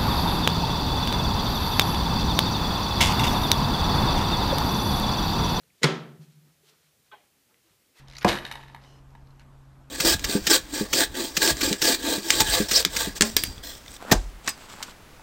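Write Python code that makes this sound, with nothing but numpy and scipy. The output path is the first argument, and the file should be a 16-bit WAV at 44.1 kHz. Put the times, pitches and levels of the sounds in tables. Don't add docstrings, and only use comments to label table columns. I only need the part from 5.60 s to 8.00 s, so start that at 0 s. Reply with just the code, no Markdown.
import sys
import numpy as np
from scipy import signal
from scipy.io import wavfile
from scipy.ndimage import uniform_filter1d

SR = 44100
rng = np.random.default_rng(int(sys.argv[2]) if len(sys.argv) > 2 else 0)


def convert_level_to_amplitude(level_db):
    exponent = np.asarray(level_db, float) / 20
    return 10 ** exponent


def put_to_file(sound):
    columns = np.atleast_2d(sound).T
    safe = np.clip(columns, -1, 1)
    whole_steps = np.round(safe * 32767)
    wavfile.write(sys.argv[1], SR, whole_steps.astype(np.int16))


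N = 105840

# (frequency [Hz], level [dB])
HISS_SPECTRUM = [(12, -30), (20, -16), (85, -3.5), (429, -9.5), (862, -16.5), (1310, -16), (2160, -14),
                 (14000, -17.5), (15700, -20.5)]
# (time [s], level [dB], start frequency [Hz], end frequency [Hz], length [s])
SMALL_TICKS = [(0.034, -60.5, 1790, 1120, 0.0027), (.035, -56.5, 4100, 4000, 0.0017),
               (.101, -60.5, 2710, 1668, 0.01), (0.614, -78.5, 3117, 2615, 0.0022),
               (1.803, -74, 2063, 2007, 0.011), (1.944, -49.5, 3388, 899, 0.00073),
               (1.0858, -57.5, 11040, 9020, .0003), (1.091, -59, 5500, 4000, .0008),
               (1.0983, -54, 6470, 4520, 0.00072), (1.943, -67, 2068, 2100, .008),
               (2.353, -63.5, 2710, 2380, 0.012), (2.374, -60.5, 2150, 1650, 0.037),
               (1.89, -73, 836, 910, 0.044), (1.904, -71, 1190, 1480, 0.029)]
# (time [s], level [dB], frequency [Hz], length [s])
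SOFT_PUSHES = [(0.005, -64, 154.4, 0.049), (.06, -66, 152, .03), (.095, -69, 169, 0.034),
               (.04, -65.5, 460, 0.011), (.59, -37.5, 151, 0.067), (1.033, -59.5, 403.2, 0.023),
               (1.062, -64.5, 380, 0.0095), (1.1, -67.5, 430, 0.046), (1.24, -67, 150.5, 0.092),
               (1.92, -68.5, 475.4, 0.043), (2.04, -68, 329, 0.057), (2.12, -72, 398.6, 0.041)]
# (middle time [s], half length [s], level [dB], tilt [dB/octave])
PAPER_RUSTLES = [(0.197, 0.047, -71.5, 4), (0.631, 0.025, -63, 4.5), (0.724, 0.046, -70.5, 3.5),
                 (0.883, 0.048, -72, -0.5), (1.069, 0.028, -63.5, 5), (1.095, 0.014, -65.5, 4.5),
                 (1.129, 0.047, -69.5, 1.5), (1.251, 0.055, -71, 2.5), (1.473, 0.021, -70.5, 2),
                 (1.919, 0.028, -72, -3.5), (2.097, .06, -70, 0), (2.364, .015, -69.5, -1.5),
                 (2.4, 0.037, -56, 3)]
# (frequency [Hz], level [dB])
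PAPER_COLOUR = [(180, -37), (300, -5), (953, -8), (1200, -5.5), (1780, -9), (4070, -10.5), (7500, -21.5),
                (15500, -33.5)]
# (time [s], crack level [dB], crack length [s], push into the table [dB])
EDGE_CONTACTS = [
    (.2160, -49, 0.0066, -31),
    (.2205, -40, 0.0067, -19),
    (.2225, -36.5, 0.0052, -30),
    (.2270, -29, 0.0047, -19),
    (.2316, -10.5, 0.0022, -13),
    (.2334, -11, .0012, -7.5),
    (.2372, -11, 0.0026, -9.5),
    (.2410, -6.5, 0.0015, 0),
    (.2435, -9.5, 0.0037, -6.5),
    (.2500, -21.5, 0.00298, -13),
]
# (frequency [Hz], level [dB])
CRACK_COLOUR = [(180, -28.5), (300, -4), (849, -12), (2140, -1.5), (2610, -10), (3180, -2.5), (6360, -12),
                (7500, -15), (15500, -35)]
# (frequency [Hz], level [dB], t60 [s])
TABLE_MODES = [(232.7, -31, 0.51), (218, -35.5, 0.88), (240.5, -38, 0.75), (289.5, -33.5, .45),
               (304, -40, .65), (383.8, -29.5, .5), (366.6, -37, .75), (385.5, -42.5, .85),
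               (423.4, -23, .09), (443, -38, 0.42), (491.7, -37.5, 0.42), (536.7, -33.5, 0.15),
               (260, -37, .3), (343, -40, 0.22)]
# (frequency [Hz], level [dB], t60 [s])
PANEL_MODES = [(996.3, -4, .12), (1178, -7.5, 0.29), (1328, -6.5, 0.45), (1445, -7, 0.087), (1702, -6, .12),
               (1955, -4, 0.079), (2064, 1, 0.13), (2200, -1.5, .1), (2330, -6, .09), (2500, -8, .1),
               (3147, -10, 0.083), (3870, -5.5, 0.1), (4256, -6, 0.05)]
# (time [s], frequency [Hz], level [dB], t60 [s])
TABLE_BLOWS = [(.2332, 2017, -12.5, .02), (.2332, 3948, -14, .014), (.2332, 6724, -16, .012),
               (.2332, 4860, -18.5, .012), (0.2331, 8960, -23, .008), (0.2332, 12020, -30, .006),
               (.2411, 8500, -30.5, .01), (.2410, 3306, -11.5, .016), (.2410, 4198, -14, .014),
               (.2410, 2185, -18, .06), (.2425, 1422, -17, .05), (.2435, 5310, -21.5, .03)]
# (frequency [Hz], level [dB])
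WASH_COLOUR = [(150, -31), (300, -5.5), (2100, -10), (2650, -13.5), (3200, -10.5), (6800, -22),
               (7600, -27.5), (15500, -44.5)]
# (frequency [Hz], level [dB], t60 [s])
CABINET_MODES = [(153.1, -42.2, 1.3), (140.0, -37.2, 1.24), (164.2, -36.9, 1.16), (162.8, -31.1, 0.83),
                 (48, -37, .12), (92, -52, .8), (151.0, -44.5, 2.5), (173.1, -54.2, 2.15),
                 (147.5, -51.4, 2.5)]
# (frequency [Hz], level [dB], t60 [s])
HOOD_MODES = [(3060, -43, .35), (3150, -41, .45), (3215, -43, .4), (3260, -40, .35), (3330, -42, .4),
              (3400, -44, .3)]
# (frequency [Hz], t60 [s])
ROOM_DECAY = [(250, 0.67), (660, 0.52), (1740, 0.48), (4590, 0.37), (8000, 0.31), (12100, 0.24)]
# (frequency [Hz], level [dB])
ROOM_SPECTRUM = [(150, -24), (400, -1), (1000, -3), (14000, -1.5)]
# (time [s], length [s], level [dB], start frequency [Hz], end frequency [Hz])
HOOD_SCRAPES = [
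    (1.055, .022, -69, 4100, 4300),
    (1.06, .012, -70, 3200, 3200),
    (1.072, .028, -67, 3300, 3300),
    (1.085, .009, -66, 4100, 5100),
]
# (frequency [Hz], level [dB], start time [s], length [s])
GAUGE_PARTS = [
    (1250, -49, 1.515, .008),
    (3400, -54, 1.515, .005),
    (2400, -54, 1.519, .006),
    (1540, -46, 1.520, .03),
    (3300, -54, 1.522, .01),
    (845, -47, 1.525, .036),
    (1042, -48, 1.525, .027),
    (640, -55, 1.532, .018),
    (3250, -61, 1.546, .018),
]
# (frequency [Hz], level [dB])
SKID_COLOUR = [(180, -42.5), (400, -11.5), (830, -9), (1400, -10), (2400, -4), (3300, -6), (4100, -7),
               (6000, -48)]


def evened(x):
    return x / np.sqrt(np.mean(x ** 2) + 1e-30)


def read(points, hz):
    f, value = np.transpose(points)
    return np.interp(np.log(hz + 1), np.log(f + 1), value)


def add(mix, s, sound):
    part = mix[round(s * SR):][:len(sound)]
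    part += sound[:len(part)]


def progress(length):
    return np.arange(0, 1, 1 / (length * SR))


def glide(u, from_hz, to_hz):
    return np.sin(2 * np.pi * np.cumsum(from_hz + (to_hz - from_hz) * u) / SR)


def coloured(x, points, tilt_db=0.):
    hz = np.abs(np.fft.fftfreq(4096, 1 / SR))
    tilt = tilt_db * np.log2((hz + 100) / 3000)
    log_gain = np.log(convert_level_to_amplitude(read(points, hz) + tilt))
    taps = np.fft.ifft(np.exp(np.conj(signal.hilbert(log_gain)))).real[:2048]
    return signal.oaconvolve(x, taps / np.linalg.norm(taps))[:len(x)]


def ringing(modes, length):
    t = np.arange(round(length * SR)) / SR
    return sum(convert_level_to_amplitude(db - 60 * t / t60) * np.sin(2 * np.pi * hz * t) for hz, db, t60 in modes)


def room(x):
    rise_s = .0084
    hz, t, z = signal.stft(rng.standard_normal(SR), SR, nperseg=256)
    decay = convert_level_to_amplitude(-60 * t / read(ROOM_DECAY, hz)[:, None])
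    tail = signal.istft(z * decay, SR, nperseg=256)[1]
    rise = np.minimum(np.arange(len(tail)) / SR / rise_s, 1)
    tail = coloured(tail * rise, ROOM_SPECTRUM)
    tail = tail / np.linalg.norm(tail) + ringing(HOOD_MODES, len(tail) / SR) / 10
    return signal.fftconvolve(x, tail)[:N]


def hiss():
    level_db, swell_db, swell_top_hz = -66.5, 3, 700
    hz = np.fft.rfftfreq(1024, 1 / SR)
    real, imaginary, patches = rng.standard_normal((N // 256 + 5, 513, 3)).T
    patches = uniform_filter1d(patches, size=4, axis=0)
    patches = evened(uniform_filter1d(patches, size=10, axis=1))
    swell = swell_db * patches / (1 + (hz[:, None] / swell_top_hz) ** 2)
    z = (real + 1j * imaginary) * convert_level_to_amplitude(read(HISS_SPECTRUM, hz)[:, None] + swell)
    return convert_level_to_amplitude(level_db) * evened(signal.istft(z, nperseg=1024, noverlap=768)[1][:N])


def ticks_and_pushes():
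    out = np.zeros(N)
    steady = [(s, db, hz, hz, length) for s, db, hz, length in SOFT_PUSHES]
    for s, db, from_hz, to_hz, length in SMALL_TICKS + steady:
        u = progress(length)
        add(out, s, convert_level_to_amplitude(db) * np.sin(np.pi * u ** 0.56) * glide(u, from_hz, to_hz))
    return out


def rustle():
    grains_per_s, spread_db = 5000, 3.5
    out, t = np.zeros(N), np.arange(N) / SR
    strength = convert_level_to_amplitude(spread_db * np.minimum(rng.exponential(1, N), 3.5))
    struck = rng.random(N) < grains_per_s / SR
    grains = strength * struck * rng.choice([-1., 1.], N)
    grains = evened(evened(grains) + rng.standard_normal(N))
    for s, half, db, tilt_db in PAPER_RUSTLES:
        swell = convert_level_to_amplitude(db) * np.exp(-((t - s) / half) ** 2)
        out += coloured(swell * grains, PAPER_COLOUR, tilt_db)
    return out


def handling():
    out = ticks_and_pushes() + rustle()
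    return out + convert_level_to_amplitude(-9) * room(out)


def edge_cracks():
    cracks = np.zeros(N)
    noise = rng.standard_normal((len(EDGE_CONTACTS), 600))
    for (s, crack_db, length, _), grit in zip(EDGE_CONTACTS, noise):
        t = np.arange(len(grit)) / SR
        rise = np.minimum(t / length * 5, 1)
        add(cracks, s, rise * convert_level_to_amplitude(1 + crack_db - 8.7 * t / length) * grit / 2)
    return coloured(cracks, CRACK_COLOUR)


def steel_ring():
    table_db, panels_db, sharp_push_db = -0.5, -28, -16
    pushes = np.zeros(N)
    for s, _, _, push_db in EDGE_CONTACTS:
        add(pushes, s, convert_level_to_amplitude(np.array([push_db])))
    sharp = pushes * (pushes > convert_level_to_amplitude(sharp_push_db))
    table = signal.fftconvolve(pushes, convert_level_to_amplitude(table_db) * ringing(TABLE_MODES, 1.5))[:N]
    panels = signal.fftconvolve(sharp, convert_level_to_amplitude(panels_db) * ringing(PANEL_MODES, .6))[:N]
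    return table + panels


def table_blows():
    out, t = np.zeros(N), np.arange(4410) / SR
    for s, hz, db, t60 in TABLE_BLOWS:
        add(out, s, np.minimum(t / .0003, 1) * ringing([(hz, db, t60)], .1))
    return out


def room_wash():
    blow = np.zeros(N)
    add(blow, .2336, convert_level_to_amplitude(np.array([7])))
    return coloured(room(blow), WASH_COLOUR)


def cabinet_boom():
    thump_s, thump_hz, thump_db, thump_length_s = .2367, 152, -14, .05
    boom_s, rise_s, damped_s, damping_db_per_s = .2413, .014, .9, 45
    out, t = np.zeros(N), np.arange(2 * SR) / SR
    pulse = np.sin(np.pi * np.minimum(t / thump_length_s, 1) ** .7) ** 2
    add(out, thump_s, convert_level_to_amplitude(thump_db) * pulse * np.sin(2 * np.pi * thump_hz * t))
    damping = convert_level_to_amplitude(-damping_db_per_s * np.maximum(t + boom_s - damped_s, 0))
    add(out, boom_s, np.minimum(t / rise_s, 1) * ringing(CABINET_MODES, 2) * damping)
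    return out


def knock():
    top = edge_cracks() + steel_ring() + room_wash()
    high_pass = signal.butter(4, 140, "high", fs=SR, output="sos")
    return signal.sosfilt(high_pass, top) + table_blows() + cabinet_boom()


def scrapes():
    out = np.zeros(N)
    noise = rng.standard_normal((len(HOOD_SCRAPES), 2000))
    for (s, length, db, from_hz, to_hz), grit in zip(HOOD_SCRAPES, noise):
        u = progress(length)
        flutter = 1 + 0.7 * evened(uniform_filter1d(grit, size=70))[:len(u)]
        add(out, s, convert_level_to_amplitude(db) * np.sin(np.pi * u) * flutter * glide(u, from_hz, to_hz))
    return out


def gauge_skid():
    start_s, hold_s, stop_s, rise_s = 1.514, .024, .022, .009
    level_db, dulling_db, late_tilt_db = -51, -14, -6
    skid, t = np.zeros(N), np.arange(4410) / SR
    stop = convert_level_to_amplitude(-20 * np.maximum(t - hold_s, 0) / stop_s)
    grit = evened(rng.standard_normal(len(t))) * np.minimum(t / rise_s, 1) * stop
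    late = np.minimum(t / hold_s, 1)
    dark = coloured(grit * late, SKID_COLOUR, late_tilt_db)
    bright = coloured(grit * convert_level_to_amplitude(dulling_db * late), SKID_COLOUR, 2.77)
    add(skid, start_s, convert_level_to_amplitude(level_db) * (dark + bright))
    return skid


def gauge_ring():
    struck_s = 1.5166
    ring = np.zeros(N)
    for hz, db, s, length in GAUGE_PARTS:
        u = progress(length)
        swell = np.sin(np.pi * u ** 0.6) ** .6
        add(ring, s, convert_level_to_amplitude(db) * swell * np.sin(2 * np.pi * hz * (u * length + s - struck_s)))
    return ring


def gauge():
    skid, ring = gauge_skid(), gauge_ring()
    hood = signal.fftconvolve(skid, convert_level_to_amplitude(-12) * ringing(HOOD_MODES, .5))[:N]
    return ring + skid + hood + room(convert_level_to_amplitude(-22) * ring + convert_level_to_amplitude(-5) * skid)


def scene():
    return (hiss() + handling() + knock() + scrapes() + gauge())[None]


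def top_cut(x):
    return signal.sosfilt(signal.butter(12, 15810, fs=SR, output="sos"), x)


def record(dry):
    bass_cut = signal.butter(2, 70, "high", fs=SR, output="sos")
    band_limit = signal.firwin(511, 15330, window=("kaiser", 9), fs=SR)
    mix = signal.sosfilt(bass_cut, dry)
    mix = signal.oaconvolve(mix, band_limit[None], "same")
    return top_cut(mix)


dry = scene()
out = record(dry)
put_to_file(out)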